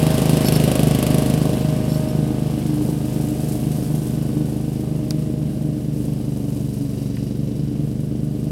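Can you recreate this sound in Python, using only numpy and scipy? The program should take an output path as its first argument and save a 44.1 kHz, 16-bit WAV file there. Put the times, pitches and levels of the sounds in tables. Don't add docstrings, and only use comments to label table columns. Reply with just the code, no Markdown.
import sys
import numpy as np
from scipy.fft import rfft, irfft, next_fast_len
from scipy.io import wavfile
from scipy.ndimage import map_coordinates

SR = 44100
rng = np.random.default_rng(int(sys.argv[2]) if len(sys.argv) > 2 else 0)


def file_out(sig):
    cols = np.atleast_2d(sig).T
    lim = np.clip(cols, -1, 1)
    pcm = np.round(lim * 32767).astype(np.int16)
    wavfile.write(sys.argv[1], SR, pcm)


N = 375291

NEAR_M, TOP_HZ = 2, 15900
# peak_s, half_length_s, extra_hiss_db, extra_roar_db
TUFTS = [(2.88, 0.058, 5, 5), (3.55, 0.43, 7, 2), (4.02, 0.13, 4.5, -1.5), (4.55, 0.26, 2.5, 1),
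         (6.03, 0.14, 3.5, 1), (6.7, 0.53, 5, 2.5), (8.38, .08, 3, -1)]


def exhaust(cycle, far, facing):
    # cycle_multiple, behind_db, side_db
    harmonics = [(1, -62, -71), (2, -12.5, -11.5), (3, -10.5, -8), (4, -11, -11.5), (5, -0.5, 1.5),
                 (6, -.5, 0), (7, -5.5, -8.5), (8, -6.5, -2.5), (9, -3, -1.5), (10, -5.5, -13),
                 (11, -7, -9), (12, -18.5, -5), (13, -17, -16), (14, -13.5, -20), (15, -12.5, -16.5),
                 (16, -18, -15), (17, -31.5, -32), (18, -10, -18.5), (19, -22, -16.5), (20, -17, -30.5),
                 (21, -17, -23.5), (22, -19, -27), (23, -25, -38), (25, -26, -31.5), (26, -25.5, -37),
                 (30, -43.5, -51)]
    # frequency_hz, level_db
    rasp = [(700, -40), (1100, 10), (1400, -9), (2800, 7), (4500, -0.5), (6500, -0.5), (8500, 3.5),
            (10500, 6.5), (13500, 1), (16000, -10.5)]
    orders, behind_db, side_db = np.transpose(harmonics)
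    level_db = -20.5 - 1.86 * far + 4 * facing
    uneven = cycle - .018 + .0011 * wobble(20)
    strength_db = level_db + .55 * wobble(16)
    behind = pipe_ring(uneven, orders, behind_db, slope_db=13.0)
    side = pipe_ring(uneven, orders, side_db, slope_db=16.5)
    thud = -(facing * behind + (1 - facing) * side) * amp(strength_db)
    first = burst(cycle, at=.005, rise=.03, fall=.07, scatter_db=3)
    rebound = burst(cycle, at=.17, rise=.04, fall=.05, scatter_db=3)
    second = burst(cycle, at=.31, rise=.02, fall=.07, scatter_db=3)
    jet = first + .38 * rebound + .24 * second
    return thud + coloured(noise() * jet, rasp) * facing ** 3 * amp(level_db - 15)


def pipe_ring(cycle, orders, db, slope_db, size=2048):
    k = np.arange(size // 2 + 1)
    octaves_above = np.log2(np.maximum(k / round(orders[-1]), 1))
    level_db = np.interp(k, np.round(orders), db) - slope_db * octaves_above
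    cepstrum = irfft(np.log(amp(level_db)))
    cepstrum[1:size // 2] *= 2
    cepstrum[size // 2 + 1:] = 0
    ring = unit(irfft(np.exp(rfft(cepstrum)) * (k > 0)))
    return np.interp(cycle % 1, np.arange(size) / size, ring)


def blades(turn, far, facing, sag_hz):
    # turn_multiple, relative_db
    harmonics = [(1, -38), (2, -53), (3, -17.5), (4, 1), (5, -9.5), (6, -25.5), (7, -17.5), (9, -15),
                 (10, -30), (11, -35), (12, -24.5), (16, -28.5)]
    # time_s, level_db
    hum_levels = [(0, -26), (1.2, -25), (2.1, -28), (3.4, -33.5), (3.95, -26.5), (4.75, -36.5), (5.15, -28),
                  (5.7, -28.5), (6.9, -37.5), (7.7, -28.5), (8.5, -33)]
    hum_db, = curves(hum_levels)
    turn = turn + .007 * wobble(8)
    hum = sum(partial(turn, k, hum_db + db + wobble(5.5)) for k, db in harmonics)
    octave_db = -26.5 - 5.5 * far - 10.5 * facing + 1.7 * sag_hz
    return hum + partial(turn, order=8, db=octave_db + 3.7 * wobble(11))


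def deck(cycle, far, facing):
    # frequency_hz, level_db
    roar = [(20, -26), (45, -14), (90, -7), (140, 0), (300, 0), (380, -5), (620, -8), (800, -18),
            (1100, -26), (1500, -38), (4000, -70)]
    _, tuft_db = swells(TUFTS)
    throb = 1 + 1.1 * burst(cycle, at=.02, rise=.04, fall=.25, scatter_db=3)
    air = coloured(noise() * throb, roar)
    midrange = filtered(air, lambda f: f ** 4 / (f ** 4 + 420 ** 4))
    lost_in_grass = (1 - amp(-3 * far)) * midrange
    rear = filtered(air, lambda f: resonance(f, 405, 130) + resonance(f, 644, 78))
    return (air - lost_in_grass + .5 * facing * rear) * amp(-26 - 5 * far + tuft_db + wobble(7))


def clatter(cycle, far, facing, sag_hz):
    # frequency_hz, level_db
    spectrum = [(500, -21), (900, 4), (1200, 3.5), (1360, -0.5), (1520, 1.5), (2100, 1), (2500, 2),
                (2900, 4.5), (3600, 0), (4200, -1), (5300, -1), (6300, -9.5), (8500, -5.5), (16000, -28)]
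    ticks = burst(cycle, at=.19, rise=.01, fall=.12, scatter_db=5)
    ticks += burst(cycle, at=.02, rise=.01, fall=.08, scatter_db=5)
    level_db = -38.5 - 9 * far + 4.5 * facing + sag_hz
    return coloured(noise() * (1 + .35 * ticks), spectrum) * amp(level_db + .56 * wobble(8))


def cowling(cycle, far, facing):
    # time_s, level_db
    whine_levels = [(0, -29), (1, -34), (2, -33.5), (2.6, -49), (3.3, -44), (4.7, -50), (5.1, -45),
                    (5.7, -44.5), (6.9, -59), (8.5, -47.5)]
    # cycle_multiple, relative_db
    harmonics = [(28, -2), (29, -10), (30, -4.5), (32, -9.5), (34, -12.5), (36, -10.5), (38, -23),
                 (40, -10.5), (42, -52), (44, -13), (46, -29), (48, -14.5), (58, -15), (60, -19.5),
                 (62, -35), (63, -17)]
    whine = partial(cycle, order=24, db=curves(whine_levels)[0] + 1.9 * wobble(8))
    jolt = cycle - .06 + .0012 * wobble(10)
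    buzz_db = -40.5 - 11 * far + 5 * np.sin(np.pi * facing)
    return whine + sum(partial(jolt, k, buzz_db + db + 3 * wobble(2.5)) for k, db in harmonics)


def grass(cycle, far):
    # frequency_hz, level_db
    hiss = [(2500, -11), (5500, -4), (7200, -3.5), (8300, 0.5), (10000, -0.5), (11000, 1.5), (12200, -3.5),
            (13500, -0.5), (15000, -11.5), (16000, -8.5)]
    tuft_db, _ = swells(TUFTS)
    shake = 1 + .5 * burst(cycle, at=.24, rise=.017, fall=.38, scatter_db=8.5)
    crackle = amp(2.2 * wobble(900))
    level_db = -39 - 7.5 * far + tuft_db
    return coloured(noise() * shake * crackle, hiss) * amp(level_db + .91 * wobble(12))


def pelt(cycle, far, sag_hz):
    # pitch_hz, width_hz, level_db
    modes = [(2930, 300, 0.5), (3950, 250, 1), (4770, 300, 3.5), (5400, 550, -1)]
    pulses = 1 + 1.5 * burst(cycle, at=.03, rise=.03, fall=.27, scatter_db=1)
    level_db = -55.5 - 5.5 * far + 5.5 * sag_hz
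    return steel(noise() * pulses, modes) * amp(level_db + 1.2 * wobble(12))


def snaps():
    # start_s, level_db, t60_s, pitch_hz, width_hz
    stalks = [(5.1066, -12.3, .007, 5200, 3800), (5.1068, -18, .012, 950, 600),
              (5.1102, -26, .012, 4000, 1500), (7.166, -28, .035, 1300, 1200), (7.166, -30, .07, 2900, 350),
              (7.228, -38, .04, 4700, 2000), (7.43, -35, .05, 2950, 350), (7.913, -38, .015, 4000, 5000)]
    out, t = np.zeros(N + SR), np.arange(SR // 10) / SR
    bending = lambda f: np.exp(-2j * np.pi * .4 * (np.sqrt(f) - f / 2 / np.sqrt(TOP_HZ)))
    for s, db, t60, hz, width in stalks:
        crack = rng.choice([-1, 1], len(t)) * amp(db + 1.5 - 60 * t / t60)
        out[round(s * SR):][:len(t)] += filtered(crack, lambda f: resonance(f, hz, width) * bending(f))
    return out[:N]


def panel():
    # pitch_hz, width_hz, level_db
    modes = [(4510, 130, -4), (5310, 110, 0), (7300, 200, -12), (9550, 150, -12), (11450, 220, -5)]
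    # start_s, level_db
    jingles = [(.456, -23.5), (0.483, -42), (0.529, -26.5), (.552, -46), (1.895, -34), (1.919, -39),
               (1.945, -48), (2.087, -41)]
    t, t60_s = np.arange(N) / SR, .15
    fits = sum((t > s) * amp(db - 60 * np.abs(t - s) / t60_s) for s, db in jingles)
    contacts = noise() * amp(5 * wobble(250))
    return steel(contacts, modes) * fits


def breeze():
    # frequency_hz, level_db
    rumble = [(20, -32), (34, -16), (52, 0), (90, 0), (150, -12), (400, -45)]
    # peak_s, half_length_s, rise_db
    gusts = [(4.2, .4, 1), (7.4, 1.4, 6), (8.12, 0.085, 12)]
    return coloured(noise(), rumble) * amp(-53 + swells(gusts)[0] + 2.2 * wobble(5.9))


def amp(db):
    return 10 ** (np.asarray(db) / 20)


def unit(x):
    return x / np.sqrt(np.mean(x ** 2) + 1e-20)


def noise():
    return rng.standard_normal(N)


def curves(rows):
    s, *cols = np.transpose(rows)
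    return [np.interp(np.arange(N) / SR, s, c) for c in cols]


def swells(rows):
    s, half, *cols = np.transpose(rows)
    bells = np.exp(-((np.arange(N) / SR - s[:, None]) / half[:, None]) ** 2)
    return [db @ bells for db in cols]


def wobble(rate, size=32):
    where = np.arange(N) * rate / SR
    fine = np.arange(0, where[-1] + 1, 1 / size)
    knots = rng.standard_normal(int(where[-1]) + 4)
    return np.interp(where, fine, map_coordinates(knots, [fine]))


def burst(cycle, at, rise, fall, scatter_db):
    count, age = np.divmod(cycle - at + 1, 1)
    shape = (1 - np.exp(-age / rise)) * np.exp(-age / fall)
    strength = amp(scatter_db * rng.uniform(-1.53, 1, int(count[-1]) + 1))
    return shape / shape.max() * strength[count.astype(int)]


def partial(turn, order, db):
    return np.sqrt(2) * amp(db) * np.cos(2 * np.pi * round(order) * turn)


def filtered(x, response):
    size = next_fast_len(len(x) + SR // 4)
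    return irfft(rfft(x, size) * response(np.fft.rfftfreq(size, 1 / SR)), size)[:len(x)]


def coloured(x, spectrum):
    f, db = np.transpose(spectrum)
    return unit(filtered(x, lambda hz: amp(np.interp(np.log(hz + 1), np.log(f), db))))


def resonance(f, centre, width):
    return 1j * f * width / (centre ** 2 - f ** 2 + 1j * f * width)


def steel(x, modes):
    return unit(filtered(x, lambda f: sum(amp(db) * resonance(f, hz, width) for hz, width, db in modes)))


def scene():
    # time_s, four_stroke_cycle_hz
    speed = [(0, 26.301), (0.3, 26.369), (0.6, 25.952), (1, 25.566), (1.3, 25.826), (2, 25.874),
             (3.3, 25.607), (5.2, 25.821), (5.7, 25.69), (6.6, 24.55), (7.15, 23.783), (7.5, 24.673),
             (7.9, 25.139), (8.51, 25.391)]
    # time_s, slip_percent
    slip = [(0, 2.29), (1.3, 2.35), (2.4, 2.64), (5.6, 2.61), (6.6, 3.9), (8.51, 2.81)]
    # time_s, distance_m, facing (0 side-on, 1 exhaust at the microphone)
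    path = [(0, 2, 0.88), (.6, 1.87, 0.95), (1.15, 2.33, 0.93), (1.55, 2.78, 0.66), (2.1, 3.56, 0.4),
            (2.6, 3.6, 0.1), (4, 4.34, 0.16), (5.5, 5.73, 0), (6.6, 6.96, 0.07), (8.5, 7.47, 0.17)]
    pulley_ratio, free_hz = 1.5, 26.4
    cycle_hz, = curves(speed)
    blade_hz = pulley_ratio * cycle_hz * (1 - curves(slip)[0] / 100)
    sag_hz = free_hz - cycle_hz
    cycle = .277 + np.cumsum(cycle_hz) / SR
    turn = .048 + np.cumsum(blade_hz) / SR
    distance_m, facing = curves(path)
    far = np.log2(distance_m / NEAR_M)
    engine = exhaust(cycle, far, facing) + cowling(cycle, far, facing)
    rattles = clatter(cycle, far, facing, sag_hz) + panel()
    air = blades(turn, far, facing, sag_hz) + deck(cycle, far, facing)
    cuttings = grass(cycle, far) + pelt(cycle, far, sag_hz) + snaps()
    return (engine + rattles + air + cuttings + breeze())[None]


def record(dry):
    return np.array([filtered(x, lambda hz: hz < TOP_HZ) for x in dry])


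dry = scene()
out = record(dry)
file_out(out)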